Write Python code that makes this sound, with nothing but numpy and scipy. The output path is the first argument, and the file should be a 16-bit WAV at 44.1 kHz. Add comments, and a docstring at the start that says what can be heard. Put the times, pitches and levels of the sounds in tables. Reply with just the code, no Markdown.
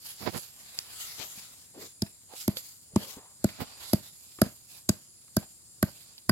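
"""Dry leaves rustle over a faint hiss of far insects as someone shifts about and handles roots.
Twigs snap, roots tap, shoes scuff; from 2 s a hammer pounds a root, twice a second. Each blow crushes
fibres, knocks the root, thuds into soft soil, shakes a plastic bucket and may rebound; trunks echo it.
A hand-held phone with two ports hears it from about a metre, along with fingers sliding on its case."""
import sys
import numpy as np
from scipy import signal
from scipy.fft import rfft, irfft, next_fast_len
from scipy.io import wavfile
from scipy.ndimage import uniform_filter1d, map_coordinates

SR = 44100
rng = np.random.default_rng(int(sys.argv[2]) if len(sys.argv) > 2 else 0)


def generate_wav(sig):
    """Save sig (samples, or channels by samples) to the path in sys.argv[1] as 16-bit PCM at SR."""
    pcm = np.round(np.clip(np.atleast_2d(sig).T, -1, 1) * 32767).astype(np.int16)
    wavfile.write(sys.argv[1], SR, pcm)


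N = 278521
TIME = np.arange(N) / SR

# hammer blows: start_s, force_db, hardness_db_per_oct, knock_hz, knock_db, clack_hz, clack_db,
# crack_hz, crack_db, crack_tilt_db_per_oct, crack_t60_s, stop_db (re force), tick_db
BLOWS = [(2.022, -23, -27, 840, -31, 684, -47, 5340, -22.5, 0, 0.0075, -2.5, -34),
         (2.4807, -17, -2.5, 870, -24, 2340, -38, 12400, -22.5, -2, 0.005, -5.5, -47),
         (2.9614, -13.5, -6, 876, -15.5, 1160, -17, 7640, -27, -2, 0.013, -8, -51),
         (3.4445, -16, 4, 1410, -20.5, 2110, -32, 7900, -23, 3, 0.008, -4.5, -39.5),
         (3.934, -15, 2, 612, -24.5, 2220, -30.5, 12140, -20.5, -0.5, 0.015, -4, -31.5),
         (4.418, -13.5, 7.5, 1320, -10.5, 1679, -14, 11020, -18, -0.5, 0.011, -5.5, -27.5),
         (4.8927, -17, -0.5, 1085, -22, 2450, -28, 7700, -16, 0.5, 0.018, -3.5, -26),
         (5.3686, -18.5, 4.5, 1010, -27.5, 1350, -24, 10900, -19, 5, 0.007, -3, -28),
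         (5.8287, -17.5, 4.5, 1106, -17, 1850, -16.5, 12000, -20.5, 0, 0.0095, -2, -42),
         (6.295, -18.5, 6, 1064, -9.5, 1910, -11, 10500, -19.5, -7, 0.02, -1.5, -21.5)]


def undb(db):
    """Decibels to gain."""
    return 10 ** (np.asarray(db) / 20)


def unit(x):
    """Scale to rms 1."""
    return x / np.sqrt(np.mean(x ** 2))


def pan_gains(pan_db):
    """Port gains; pan_db is left minus right."""
    return undb(np.array([[0.5], [-0.5]]) * pan_db)


def colour(x, points):
    """Filter by (freq_hz, gain_db) points joined on a log-frequency axis."""
    size = next_fast_len(x.shape[-1] + 2048)
    hz, db = np.transpose(points)
    bins_hz = np.maximum(np.fft.rfftfreq(size, 1 / SR), 1)
    gain = undb(np.interp(np.log(bins_hz), np.log(hz), db))
    return irfft(rfft(x, size) * gain, size)[..., :x.shape[-1]]


def band(x, lo_hz, hi_hz, order=2):
    """Causal band-pass."""
    return signal.sosfilt(signal.butter(order, [lo_hz, hi_hz], "band", fs=SR, output="sos"), x)


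def low_cut(x, hz):
    """First-order high-pass."""
    return signal.sosfilt(signal.butter(1, hz, "high", fs=SR, output="sos"), x)


def fade(t, t60_s):
    """Exponential decay from t = 0."""
    return (t >= 0) * np.exp(-np.log(1000) * np.abs(t) / t60_s)


def ring(t, hz, t60_s):
    """One struck mode."""
    return np.sin(2 * np.pi * hz * t) * fade(t, t60_s)


def around(at_s):
    """Samples within 0.25 s of at_s, and their times relative to it."""
    centre = int(at_s * SR)
    span = slice(max(centre - SR // 4, 0), centre + SR // 4)
    return span, TIME[span] - at_s


def walk(rate_hz):
    """Smooth random wander, spread near 1."""
    size = int(SR / rate_hz)
    return uniform_filter1d(np.repeat(rng.standard_normal(N // size + 1), size), size)[:N]


def grains(spread_db, apart):
    """Dense uneven clicks in stereo; apart weights what each port hears alone."""
    sizes = undb(spread_db * np.repeat(rng.standard_normal(N // 16 + 1), 16)[:N])
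    return unit(sizes * (rng.standard_normal(N) + apart * rng.standard_normal((2, N))))


def burst(envelope, noise):
    """Shaped noise with the energy of its envelope."""
    return unit(envelope * noise) * np.sqrt(np.mean(envelope ** 2))


def forest(air_db=-61, waver_db=2.1):
    """Still air and far insect choruses, each wavering by itself."""
    # air spectrum: freq_hz, gain_db
    air_spectrum = [(30, -10.5), (80, 3.5), (160, 1.5), (400, -4), (900, -6), (1400, -5), (2300, -15),
                    (3400, -19.5), (4750, -3.5), (7200, -3.5), (9500, 2.5), (11500, -11.5), (14000, -14),
                    (16000, -28.5)]
    # insect choruses: centre_hz, width_hz, level_db
    insects = [(7010, 490, -64.5), (7410, 260, -65), (8420, 420, -60), (9520, 640, -60.5),
               (10840, 600, -69.5)]
    out = undb(air_db + walk(rate_hz=6)) * unit(colour(grains(spread_db=3, apart=0.97), air_spectrum))
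    for hz, width_hz, db in insects:
        chorus = band(rng.standard_normal((2, N)), hz - width_hz / 2, hz + width_hz / 2)
        out += undb(db + waver_db * walk(rate_hz=9.7)) * unit(chorus)
    return out


def litter_moves(stir_db=-63.5, jolt_db=-34.5, jolt_t60_s=0.68, jolt_pan_db=-6, release_ratio=1.49):
    """Crouching body, blows, feet and hands stir the leaves: rows of envelope, pan_db, tilt_db_per_oct."""
    # foot and hand moves: peak_s, swell_s, level_db, pan_db, tilt_db_per_oct
    rustles = [(0.08, 0.035, -44, -0.5, 0.5), (0.242, 0.044, -45.5, 0.5, -1.5),
               (0.375, 0.046, -44, -3.5, 1), (0.766, 0.14, -49.5, -1, -1.5), (1.022, 0.068, -41.5, 2, -0.7),
               (1.278, 0.11, -44.5, 1.5, 0), (1.829, 0.026, -46, 0.5, 0.5), (2.391, 0.03, -42, -2, 1),
               (2.578, 0.011, -40, -2.5, 2.5), (2.634, 0.058, -51.5, 2, 1), (3.02, 0.013, -45, 3.5, -3),
               (3.095, 0.024, -44.5, 6.5, 1.2), (3.618, 0.09, -53, -1.5, -4.5),
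               (3.612, 0.0087, -48, 9, 6.5), (3.857, 0.047, -45, -5, -1.5), (4.063, 0.025, -52, -1.5, 0),
               (4.29, 0.11, -56.5, -5, 2), (4.739, 0.032, -50.5, -3, 1.5), (5.989, 0.069, -56, -6, 0)]
    jolts = sum(undb(force_db + jolt_db) * fade(TIME - start_s, jolt_t60_s)
                for start_s, force_db, *_ in BLOWS)
    moves = [(np.full(N, undb(stir_db)), 0, 0.9), (jolts, jolt_pan_db, 0.9)]
    for peak_s, swell_s, db, pan_db, tilt_db_per_oct in rustles:
        offset = (TIME - peak_s) / np.where(TIME < peak_s, swell_s, release_ratio * swell_s)
        moves.append((undb(db) / (1 + offset ** 2 / 6) ** 3, pan_db, tilt_db_per_oct))
    return moves


def leaves(flutter_db=1.84, patchy_db=2.5, bands=14, pivot_hz=6000):
    """Dry litter crinkles under shifting weight; each leaf briefly favours its own band."""
    # crinkle spectrum: freq_hz, gain_db
    leaf_spectrum = [(60, -10.5), (300, -14.5), (750, -2.5), (1500, 0), (3200, -2), (7500, 0), (12000, -2),
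                     (16000, -8)]
    envelopes, pan_db, tilt_db_per_oct = (np.array(column) for column in zip(*litter_moves()))
    power = envelopes ** 2
    size = next_fast_len(N)
    spectrum = rfft(unit(colour(grains(spread_db=1.5, apart=2.44), leaf_spectrum)), size)
    edges_hz = np.geomspace(1000, 17000, bands + 1)
    bin_band = np.searchsorted(edges_hz[1:-1], np.fft.rfftfreq(size, 1 / SR))
    crinkle = np.zeros((2, N))
    for k in range(bands):
        # brittle leaves are brighter
        gains = pan_gains(pan_db) * undb(tilt_db_per_oct * np.log2(edges_hz[k] / pivot_hz))
        swell = np.sqrt(gains ** 2 @ power) * undb(patchy_db * walk(rate_hz=14))
        crinkle += swell * irfft(spectrum * (bin_band == k), size)[:, :N]
    return undb(flutter_db * walk(rate_hz=70)) * crinkle


def rubs(strokes, edge_ratio, grit_db, order):
    """Friction noise in Gaussian swells; edge_ratio is lower over upper band edge."""
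    out = np.zeros((2, N))
    friction = grains(spread_db=3, apart=0.48)
    for peak_s, sigma_s, db, upper_hz, pan_db in strokes:
        span, t = around(peak_s)
        rub = unit(band(friction[:, span], edge_ratio * upper_hz, upper_hz, order=order))
        grit = unit(band(friction[:, span], 1.6 * upper_hz, 3 * upper_hz, order=1))
        swell = np.exp(-0.5 * (t / sigma_s) ** 2)
        out[:, span] += undb(db) * pan_gains(pan_db) * swell * (rub + undb(grit_db) * grit)
    return out


def fingers():
    """Fingers slide on the phone near one port or the other."""
    # slides: peak_s, sigma_s, level_db, upper_hz, pan_db
    slides = [(.230, 0.013, -43.5, 1400, -15), (.269, 0.0093, -41.5, 1600, -26.5),
              (.282, 0.011, -41.5, 1320, -28.5), (.360, 0.016, -45, 1500, -30),
              (1.217, 0.022, -45, 5800, 21), (3.617, 0.014, -43.5, 1610, -29)]
    return rubs(slides, edge_ratio=0.054, grit_db=-30, order=2)


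def snaps_and_taps():
    """Twigs snap and a nudged root gives light taps."""
    # snaps and taps: start_s, level_db, pitch_hz, t60_s
    clicks = [(0.789, -19.5, 5250, 0.01), (2.337, -37, 740, .016), (2.57, -27, 4280, 0.019),
              (4.387, -41.5, 1185, 0.09), (5.281, -53.5, 1400, 0.027), (6.18, -43.5, 4350, .035)]
    out = np.zeros((2, N))
    noise = grains(spread_db=0.5, apart=0.13)
    for start_s, db, hz, t60_s in clicks:
        span, t = around(start_s)
        click = band(noise[:, span], 0.66 * hz, 1.12 * hz, order=1)
        out[:, span] += undb(db) * burst(fade(t, t60_s), click)
    return out


def trunks(x, echo_db=-18.5, t60_s=0.22, delay_s=0.012):
    """Slope, trunks and undergrowth scatter a short, thin echo."""
    # echo spectrum: freq_hz, gain_db
    echo_spectrum = [(50, -1.5), (170, -7), (380, -1.5), (1500, 0), (5000, -3.5), (16000, 0.5)]
    size = SR // 2
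    scatter = colour(grains(spread_db=4, apart=0.87)[:, :size], echo_spectrum)
    response = undb(echo_db) * unit(scatter * fade(TIME[:size] - delay_s, t60_s)) / np.sqrt(size)
    return signal.fftconvolve(x, response, axes=1)[:, :N]


def bumps(t60_s=0.037):
    """Soft thuds damped at once by the soil: light things meeting the ground, and at 4.46 s the hammer head
    dropping back after a blow."""
    # soft impacts: start_s, level_db, pitch_hz
    impacts = [(1.195, -46, 136), (1.376, -48, 202), (2.569, -37.5, 520), (2.936, -43.5, 170),
               (3.17, -41.5, 263), (3.619, -29, 239), (4.388, -40, 342), (4.464, -31, 240)]
    out = np.zeros(N)
    for start_s, db, hz in impacts:
        span, t = around(start_s)
        out[span] += undb(db) * ring(t, hz, t60_s)
    return out


def scuffs():
    """Shoes, hands and roots scrape the ground."""
    # scrapes: peak_s, sigma_s, level_db, upper_hz, pan_db
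    scrapes = [(1.754, 0.0088, -50, 660, -1), (1.781, 0.011, -48.5, 465, -1), (1.829, 0.025, -48, 485, 0.5),
               (1.845, .022, -61, 1280, -4), (2.33, 0.021, -53.5, 945, -16.5),
               (3.02, 0.056, -51.5, 610, -3.5), (3.183, 0.01, -46.5, 474, 0), (3.17, 0.097, -55, 1112, 0)]
    return rubs(scrapes, edge_ratio=0.7, grit_db=-38.5, order=1)


def fibres(bite_s=0.0021, pitched_db=-3, settle_db=-29, settle_t60_s=0.29):
    """Fibres crackle as the head bites, burst when the root is flat, then crunch as they spring back."""
    # crack spectrum: freq_hz, gain_db
    crack_spectrum = [(300, -10.5), (1200, -1), (2500, 1.5), (3500, 0.5), (5000, 6), (7500, 5.5),
                      (11000, 6.5), (16000, -6.5)]
    out = np.zeros((2, N))
    splits = grains(spread_db=0.5, apart=2.5)
    crunch = unit(band(grains(spread_db=4.5, apart=0.76), 290, 2200))
    for start_s, force_db, *_, crack_hz, crack_db, tilt_db_per_oct, crack_t60_s, _, _ in BLOWS:
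        span, t = around(start_s)
        tilted = [(hz, db + tilt_db_per_oct * np.log2(hz / crack_hz)) for hz, db in crack_spectrum]
        broad = unit(colour(splits[:, span], tilted))
        pitched = unit(band(splits[:, span], 0.92 * crack_hz, 1.08 * crack_hz, order=1))
        bite = (t < 0) * np.exp(-(t / bite_s) ** 2)
        crack = burst(bite + fade(t, crack_t60_s), broad + undb(pitched_db) * pitched)
        settle = burst(fade(t, settle_t60_s), crunch[:, span])
        out[:, span] += undb(crack_db) * crack + undb(force_db + settle_db) * settle
    return out


def hammer(stop_hz=140, contact_s=0.00033):
    """Root, head and handle ring briefly; the soil heaves, then stops the head."""
    # modes of the root on its bed: freq_hz, gain_db, t60_s
    root_modes = [(360, -0.5, 0.024), (630, -0.5, 0.023), (1220, -22.5, 0.023)]
    # pitched tick in each crack: freq_hz, gain_db, t60_s
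    tick_modes = [(4830, 0.5, 0.024), (5360, -1, 0.018), (10810, -3, .018)]
    out = np.zeros(N)
    for k, blow in enumerate(BLOWS):
        start_s, force_db, hardness_db_per_oct, knock_hz, knock_db, clack_hz, clack_db = blow[:7]
        stop_db, tick_db = blow[-2:]
        span, t = around(start_s)
        # as the root flattens, the head sinks longer and rings more
        sink_s = 0.01067 + k * 0.00007
        head = undb(-48.5 + k * 3.5) * ring(t, hz=1553, t60_s=0.043)
        # harder contact reaches higher modes
        root = sum(undb(db + hardness_db_per_oct * np.log2(hz / root_modes[0][0])) * ring(t, hz, t60_s)
                   for hz, db, t60_s in root_modes)
        # packed soil brakes the head in one smooth push
        phase_sq = (np.pi * stop_hz * (t - sink_s)) ** 2
        stop = undb(stop_db) * (1 - 2 * phase_sq) * np.exp(-phase_sq)
        soil = ring(t, hz=204, t60_s=0.048)
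        thud = undb(force_db) * (soil - root + stop)  # root goes down, soil rises
        # each blow meets a new piece with its own pitches
        knock = undb(knock_db) * ring(t, knock_hz, t60_s=0.016)
        clack = undb(clack_db) * ring(t, clack_hz, t60_s=0.013)
        cushioned = uniform_filter1d(thud - knock, int(contact_s * SR))  # soft bark spreads the push
        tick = sum(undb(tick_db + db) * ring(t, hz, t60_s) for hz, db, t60_s in tick_modes)
        handle = undb(-40.5) * ring(t, hz=660, t60_s=0.12)
        out[span] += cushioned + clack + head + tick + handle
    return out


def bucket(delay_s=0.004):
    """Each shock crosses the soil and sets a nearby plastic bucket humming."""
    # wall modes: freq_hz, gain_db (re force), t60_s
    wall_modes = [(105, -39.5, 0.33), (202, -25, 0.12), (344, -22, 0.04)]
    out = np.zeros(N)
    for start_s, force_db, *_ in BLOWS:
        span, t = around(start_s + delay_s)
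        out[span] += sum(undb(force_db + db) * ring(t, hz, t60_s) for hz, db, t60_s in wall_modes)
    return out


def rebounds(t60_s=0.072):
    """After some blows the head drops back on the split root with a soft crunch."""
    # landings: start_s, level_db, pitch_hz
    landings = [(2.064, -48.5, 1590), (3.489, -39.5, 1950), (4.462, -46, 1147), (5.424, -44.5, 780),
                (5.881, -46, 697)]
    out = np.zeros((2, N))
    splits = grains(spread_db=0.5, apart=0.5)
    for start_s, db, hz in landings:
        span, t = around(start_s)
        crunch = band(splits[:, span], hz / np.sqrt(2), hz * np.sqrt(2), order=1)
        out[:, span] += undb(db) * burst(fade(t, t60_s), crunch)
    return out


def scene():
    """Impacts and their echo, ground noise, fingers on the phone, forest."""
    hits = hammer() + fibres() + rebounds() + bucket() + snaps_and_taps() + bumps()
    return leaves() + scuffs() + fingers() + hits + trunks(hits) + forest()


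def record(dry, lag_s=0.00012, top_hz=15900):
    """Sound reaches the left port first; each port has its own resonances and roll-off; the top is cut."""
    # left port response: freq_hz, gain_db
    left_port = [(100, 7.5), (1500, -5), (2700, 0), (4100, 3.5), (5400, 0), (6500, 2), (7500, 3.5),
                 (8800, -6), (10000, -2.5), (15000, 3)]
    # right port response: freq_hz, gain_db
    right_port = [(25, -6), (100, 8), (400, 0.5), (1500, -6.5), (3100, -1), (4900, 7.5), (5850, -4),
                  (7200, 1), (8700, -8.5), (11400, 7.5), (13300, 4.5), (15000, -13)]
    late = map_coordinates(dry[1], [np.arange(N) - lag_s * SR], order=3)
    # unequal roll-offs put the bass slightly out of step
    left = low_cut(colour(dry[0], left_port), hz=43.45)
    right = low_cut(colour(late, right_port), hz=12)
    top_cut = signal.ellip(10, 0.2, 80, top_hz, fs=SR, output="sos")
    return signal.sosfilt(top_cut, np.array([left, right]))


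dry = scene()
out = record(dry)
generate_wav(out)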